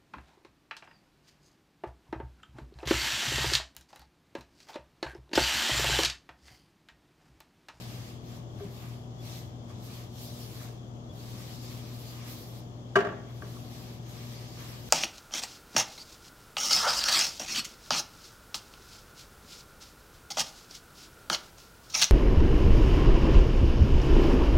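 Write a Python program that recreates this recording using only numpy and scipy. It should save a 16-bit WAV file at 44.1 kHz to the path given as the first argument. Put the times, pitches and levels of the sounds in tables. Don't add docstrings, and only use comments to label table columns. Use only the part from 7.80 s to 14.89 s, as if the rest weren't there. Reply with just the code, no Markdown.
import sys
import numpy as np
from scipy import signal
from scipy.fft import rfft, irfft, next_fast_len
from scipy.io import wavfile
from scipy.ndimage import uniform_filter1d, map_coordinates

SR = 44100
rng = np.random.default_rng(int(sys.argv[2]) if len(sys.argv) > 2 else 0)


def voltage_ratio(decibels):
    exponent = np.asarray(decibels, float) / 20
    return 10 ** exponent


def digitize_waveform(pressure):
    field = np.atleast_2d(pressure).T
    bounded = np.clip(field, -1, 1)
    quanta = np.round(bounded * 32767).astype(np.int16)
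    wavfile.write(sys.argv[1], SR, quanta)


N = 312669

# f/Hz, t60/s
ROOM_DECAY = [(150, 0.67), (400, 0.48), (1500, 0.54), (3000, 0.54), (8000, 0.39)]

COMPRESSOR_HZ, FAN_HZ, MAINS_HZ = 59.24, 39.75, 119.995
# order, level/dB
COMPRESSOR_ORDERS = [(1, -59), (4, -66)]
# order, level/dB
FAN_ORDERS = [(2, -60), (3, -62), (4, -66), (5, -65), (6, -64),
              (8, -64.5), (15, -66), (16, -82), (17, -71), (18, -67.5), (19, -68.5), (20, -105),
                (21, -74), (22, -88)]
# order, level/dB
MAINS_ORDERS = [(1, -44.5), (2, -56.5), (3, -64.5)]
# f/Hz, level/dB per Hz
AIR_SPECTRUM = [(22, -29), (48, -18), (68, -42), (100, 2.5), (200, -4), (750, -15), (1200, -20.5),
                (1500, -28.5), (2500, -38), (3350, -24), (3900, -38), (6800, -36), (8500, -56.5),
                (15800, -54)]
# f/Hz, likeness (-1 to 1)
AIR_LIKENESS = [(60, 0.99), (130, 0.84), (290, 0.83), (640, 0.28), (1400, -0.57), (3100, -0.54),
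                (6800, -0.16), (15000, .25)]
# f/Hz, level/dB
AIR_LEAN = [(60, 4.5), (700, 1.5), (1300, 4.5), (2400, 6), (8000, 16.5), (15000, -8)]

# t/s, peak level/dB, hard edge level/dB, weight on the counter level/dB, free ringing (0-1)
CONTACTS = [(.797, -58.5, -3, 15, 0.9), (.809, -60, -4, 16, 0.75), (.832, -64, -8, 14, .8),
            (.852, -66, -10, 2, 0.9), (1.899, -54, -20, -9, 0.65), (2.799, -54, -15, -20, 0.5),
            (2.8123, -43.5, -10, -18, 0.25), (2.886, -54, -8, 8, 0.43), (5.1552, -22, 2.5, 4.5, 0.86),
            (5.161, -19.5, -9, -6, 0.95), (5.186, -42, 7.5, -17, 1), (5.203, -42.5, 8.5, -18, 1),
            (5.221, -46, -6, 3, 0.74), (5.248, -37.5, -0.5, 4, 0.93), (5.269, -30.5, -6, -3.5, 0.34),
            (5.288, -45, 1, -5, 0.5), (5.323, -46.5, -5, 3, 0.9), (5.6196, -42.5, -2.5, -3.5, 0.58),
            (5.644, -50, -10, -1, 0.36), (5.765, -49, -22, -19, 0.6)]
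# f/Hz, level/dB, t60/s
EDGE_MODES = [(1500, -3.5, 0.069), (1613, 3.5, 0.081), (1570, -15, 0.035), (1810, -3.5, 0.075),
              (2900, -14.5, 0.093), (4520, -16, 0.046)]
# f/Hz, level/dB, t60/s
WOOD_MODES = [(823, -8.5, 0.058), (1000, -49, 0.029), (1003, -13.5, 0.078), (1116, -2, 0.082),
              (1160, 1, 0.064), (1300, -2, 0.046), (1410, -12, 0.035)]
# f/Hz, level/dB, t60/s
COUNTER_MODES = [(191.4, -14.5, 0.13), (258, -11, 0.088), (390.8, -1, 0.14), (408.4, -4.5, 0.22),
                 (444.4, -14, 0.27), (485, -21, 0.075), (622, 3, 0.066), (634, -18, 0.032), (702, -6, 0.11)]
# t/s, peak level/dB, f/Hz
PALM_THUMPS = [(.66, -50, 97), (0.791, -37, 96), (0.808, -38, 189), (0.849, -32, 176), (1.429, -37, 103),
               (1.652, -37, 106), (1.909, -39, 100), (2.881, -51, 201), (3.299, -36, 96), (5.25, -36.5, 99),
               (5.601, -37, 102.5), (5.631, -42, 190)]
# f/Hz, level/dB per Hz
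SCUFF_SPECTRUM = [(500, -11), (900, 6), (2000, 0.5), (3300, -3.5), (4000, -14), (6500, -14), (9000, -26.5),
                  (13000, -32), (15800, -43)]
# f/Hz, level/dB per Hz
CLATTER_SPECTRUM = [(60, -62), (150, -11), (194, -6.5), (303, -8), (391, -4.5), (481, -19), (620, 0),
                    (900, -12.5), (1620, -12), (2400, -24), (3300, -27), (9000, -56), (15800, -49)]
# f/Hz, level/dB
HOLDER_LEAN = [(200, 2.5), (400, 4.5), (700, 4), (1300, 0), (3000, 6.5)]

# t/s, length/s, speed level/dB, pressure level/dB, speed drift along the stroke/dB
RAG_STROKES = [(-0.017, 0.339, -60.0, 1.5, -4.5), (0.466, 0.091, -63.0, 0.5, 3),
               (0.66, 0.19, -73.5, 2.5, 22), (0.915, 0.24, -62.5, -1, -2.5), (1.47, 0.092, -54.0, -0.0, -2),
               (1.511, 0.082, -62, -2, 9.5), (1.861, 0.045, -73, 3.5, 17), (2.023, 0.2, -59.5, 0, 1.5),
               (2.377, 0.25, -55.5, -2.5, -7.5), (2.58, 0.281, -56.0, -1.5, 1.5),
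               (3.375, 0.25, -58.5, -0.5, 3.5), (3.626, 0.14, -59.5, 1, 3.5), (3.826, 0.36, -59.0, 0.0, -8),
               (4.2, 0.24, -56.5, -1.5, -6.5), (4.477, 0.23, -55.0, -4, -11.5),
               (4.689, 0.085, -61, -2.5, 8), (4.986, 0.23, -85, 8, 4), (5.48, 0.16, -68, 0.5, 10),
               (5.678, 0.29, -61.5, -1, -8), (5.919, 0.23, -61.5, 0, 0.5), (6.263, 0.28, -61.0, 1.5, 4),
               (6.551, 0.36, -65.5, 4.0, -8), (6.765, 0.22, -58.0, 0.5, -1.5),
               (7.0, 0.22, -57.0, -1.0, 12.5)]
# t/s, half width/s, level/dB
CLOTH_BUNCHES = [(.2, 0.042, 0), (1.03, 0.12, 7), (1.55, 0.068, -3), (2.47, 0.1, -6), (3.55, 0.054, 0.5),
                 (3.8, .05, -5), (4.29, .05, -2), (4.44, 0.094, 7), (6.55, .05, -2), (5.49, .04, 13),
                 (6.7, 0.054, -7), (6.81, 0.028, 4), (7.05, .04, -3)]
# level/dB of hiss, rub, scrub
REST_LEVELS = [-82, -70, -73.5]
# f/Hz, level/dB per Hz
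RAG_SPECTRUM = [(530, -34), (900, -1), (1200, 6), (1380, -2), (1560, 1), (2230, 2), (2490, 0.5),
                (3350, -2.5), (4970, -5), (9260, -12.5), (12500, -4), (15700, -10)]
# f/Hz, likeness (-1 to 1)
RAG_LIKENESS = [(600, 0.65), (1400, 0.14), (3100, -0.12), (6800, -0.036), (15000, 0.5)]
# f/Hz, level/dB
RAG_LEAN = [(700, -1.5), (2400, 0), (4400, 3.5), (8100, -1.5), (15000, -3.5)]
# t/s, level/dB, f/Hz, length/s
CLOTH_SQUEAKS = [
    (1.374, -56.5, 3380, 0.062),
    (1.874, -61, 3300, 0.054),
    (3.28, -57, 3380, 0.053),
]


def unit(x):
    return x / np.sqrt(np.mean(x ** 2) + 1e-20)


def along(points, hz):
    f, value = np.transpose(points)
    return np.interp(np.log(hz + 1), np.log(f + 1), value)


def wobble(rate):
    coarse = np.arange(0, N + 32, 32)
    knots = rng.standard_normal(int(N * rate / SR) + 4)
    return np.interp(np.arange(N), coarse, map_coordinates(knots, [coarse * rate / SR]))


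def filtered(x, response):
    m = next_fast_len(N + SR // 2)
    return irfft(rfft(x, m) * response(np.fft.rfftfreq(m, 1 / SR)), m)[..., :N]


def lean(left_db, hz):
    return voltage_ratio(along(left_db, hz) * np.array([[.5], [-.5]]))


def spread(pair, spectrum, likeness, left_db):
    def mid_side(hz):
        angle = np.arccos(np.clip(along(likeness, hz), -1, 1)) / 2
        return voltage_ratio(along(spectrum, hz)) * np.array([np.cos(angle), np.sin(angle)])

    mid, side = filtered(pair, mid_side)
    return unit(filtered(np.array([mid + side, mid - side]), lambda hz: lean(left_db, hz)))


def ring(modes, t, attack, free):
    hz, db, t60 = np.transpose(modes)[:, :, None]
    strength = voltage_ratio(db + rng.standard_normal(db.shape) - 60 * t / np.abs(t60 * free))
    strength[1::2] *= -1
    onset = 1 - np.exp(-t / (attack * free))
    return np.sum(strength * np.sin(2 * np.pi * hz * t), axis=0) * onset


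def room(x):
    hz, t, z = signal.stft(rng.standard_normal((2, SR)), SR, nperseg=256)
    shared = 1 / (1 + (hz[:, None] / 600) ** 2)
    z[1] = shared * z[0] + np.sqrt(1 - shared ** 2) * z[1]
    decay = voltage_ratio(-60 * t / along(ROOM_DECAY, hz)[:, None])
    tail = signal.istft(z * decay, SR, nperseg=256)[1]
    tail *= 1 - np.exp(-np.arange(tail.shape[1]) / SR / 0.012)
    return signal.fftconvolve(np.atleast_2d(x), tail / np.linalg.norm(tail[0]), axes=1)[:, :N]


def refrigerator():
    t, hum = np.arange(N) / SR, np.zeros((2, N))
    machines = ((COMPRESSOR_HZ, COMPRESSOR_ORDERS, .3),  # f/Hz, orders, waver/dB
                (FAN_HZ, FAN_ORDERS, 1.5),
                (MAINS_HZ, MAINS_ORDERS, .3))
    for base_hz, orders, waver_db in machines:
        turns = base_hz * t + rng.random() + 0.0069 * waver_db * wobble(1.502)
        for order, db in orders:
            hz = base_hz * order
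            lag = hz / 1400 * rng.uniform(-1.44, 1) * np.array([[1], [-1]])
            scatter = (hz / 300) ** 2 * rng.standard_normal()
            line = np.cos(2 * np.pi * order * turns + scatter + lag)
            hum += voltage_ratio(db + 3.0 + waver_db * wobble(2.89)) * lean(AIR_LEAN, hz) * line
    air = spread(rng.standard_normal((2, N)), AIR_SPECTRUM, AIR_LIKENESS, AIR_LEAN)
    return hum + voltage_ratio(-46.5 + 0.38 * wobble(4.32)) * air


def holder():
    crack_db, crack_t60_s, crack_hz = -3, .014, 2300
    t = np.arange(SR // 3) / SR
    ringing, scuffs, cracks = np.zeros((3, N + SR))
    blows = np.zeros(N)
    for start, db, edge_db, weight_db, free in CONTACTS:
        i = round(start * SR)
        blow = voltage_ratio(edge_db) * ring(EDGE_MODES, t, .004, free) + ring(WOOD_MODES, t, .004, free)
        blow += voltage_ratio(weight_db + 5.5) * ring(COUNTER_MODES, t, 0.023, free)
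        ringing[i:][:len(t)] += voltage_ratio(db + 6) * blow
        scuff_db = 0.98 * db + edge_db - 4.0
        scuffs[i:][:len(t)] += voltage_ratio(scuff_db - 60 * t / (0.096 * free)) * (1 - np.exp(-t / 0.00088))
        cracks[i:][:len(t)] += voltage_ratio(db + crack_db - 60 * t / crack_t60_s) * (1 - np.exp(-t / 0.00089))
        blows[i] = voltage_ratio(db + 41)
    for start, db, hz in PALM_THUMPS:
        thump = ring([(hz, 0, 24 / hz)], t, 3.7 / hz, free=0.48)
        ringing[round(start * SR):][:len(t)] += voltage_ratio(db + 9.0) * thump
    ringing = ringing[:N]

    grit = spread(rng.standard_normal((2, N)), SCUFF_SPECTRUM, RAG_LIKENESS, RAG_LEAN)
    crack = filtered(cracks[:N] * grit, lambda hz: 1 / (1 + 1j * hz / crack_hz) ** 4)
    scuff = scuffs[:N] * grit + crack
    delay_s = np.array([[.00012], [0]])
    direct = filtered(ringing, lambda hz: lean(HOLDER_LEAN, hz) * np.exp(-2j * np.pi * hz * delay_s))
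    clatter = filtered(blows, lambda hz: voltage_ratio(along(CLATTER_SPECTRUM, hz)))
    return direct + scuff + room(voltage_ratio(-14.0) * ringing + clatter)


def patchy(pair, depth_db):
    z = signal.stft(pair, nperseg=512)[2]
    field = uniform_filter1d(rng.standard_normal(z.shape[1:]), size=9, axis=0)
    field = uniform_filter1d(field, size=8, axis=1)
    return signal.istft(z * voltage_ratio(depth_db * unit(field)), nperseg=512)[1][:, :N]


def hand():
    rise_db_per_s, fall_db_per_s = 302, 219
    ease_s = 0.019
    t = np.linspace(0, N / SR, num=N // 64)
    start, length, speed_db, pressure_db, drift_db = np.transpose(RAG_STROKES)[:, :, None]

    def beyond(seconds):
        return ease_s * np.logaddexp(0, seconds / ease_s)

    progress = np.clip((t - start) / length, 0, 1) - .5
    swing_db = drift_db * progress
    swing_db = swing_db - rise_db_per_s * beyond(start - t) - fall_db_per_s * beyond(t - start - length)
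    bunch_db = sum(db * np.exp(-((t - at) / width) ** 2) for at, width, db in CLOTH_BUNCHES)

    hiss_db = -0.5 + swing_db
    rub_db = 4.5 + pressure_db + 0.75 * swing_db
    scrub_db = -0.65 + 2 * pressure_db + 0.79 * swing_db + 3 * progress + bunch_db
    gains = []
    for layer_db, rest_db in zip((hiss_db, rub_db, scrub_db), REST_LEVELS):
        power = np.sum(voltage_ratio(speed_db + layer_db) ** 2, axis=0) + voltage_ratio(rest_db) ** 2
        gains.append(np.interp(np.arange(N) / SR, t, np.sqrt(power)))
    return gains


def squeaks():
    glide_hz_per_s = 1200
    t, out = np.arange(N) / SR, np.zeros(N)
    for start, db, hz, length in CLOTH_SQUEAKS:
        since = t - start
        swell = np.sin(np.pi * np.clip(since / length, 0, 1)) ** 2
        phase = 2 * np.pi * (hz + glide_hz_per_s / 2 * since) * since + wobble(150)
        out += voltage_ratio(db) * swell * np.sin(phase)
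    return out


def rag():
    hiss_gain, rub_gain, scrub_gain = hand()
    slips = rng.standard_normal((2, N)) * voltage_ratio(1.9 * rng.exponential(size=(2, N)))
    slips = patchy(slips, depth_db=1.5) * voltage_ratio(0.74 * wobble(13))
    friction = spread(slips, RAG_SPECTRUM, RAG_LIKENESS, RAG_LEAN)
    scrub = filtered(friction, lambda hz: 1 / (1 + (hz / 3300) ** 6))
    hiss = filtered(friction, lambda hz: 1 / (1 + (8600 / (hz + 1)) ** 8))
    rub = friction - scrub - hiss
    flicker = voltage_ratio(1.4 * wobble(32))
    stroke = rub_gain * unit(rub) + hiss_gain * flicker * unit(hiss) + scrub_gain * unit(scrub)
    stroke += squeaks()
    return stroke + voltage_ratio(-13.5) * room(stroke)


def scene():
    return refrigerator() + holder() + rag()


def roll_off(x):
    return signal.sosfilt(signal.butter(12, 15820, fs=SR, output="sos"), x)


def record(dry):
    top_hz = 15780
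    mix = filtered(dry, lambda hz: hz < top_hz)
    return roll_off(mix)


dry = scene()
out = record(dry)
digitize_waveform(out)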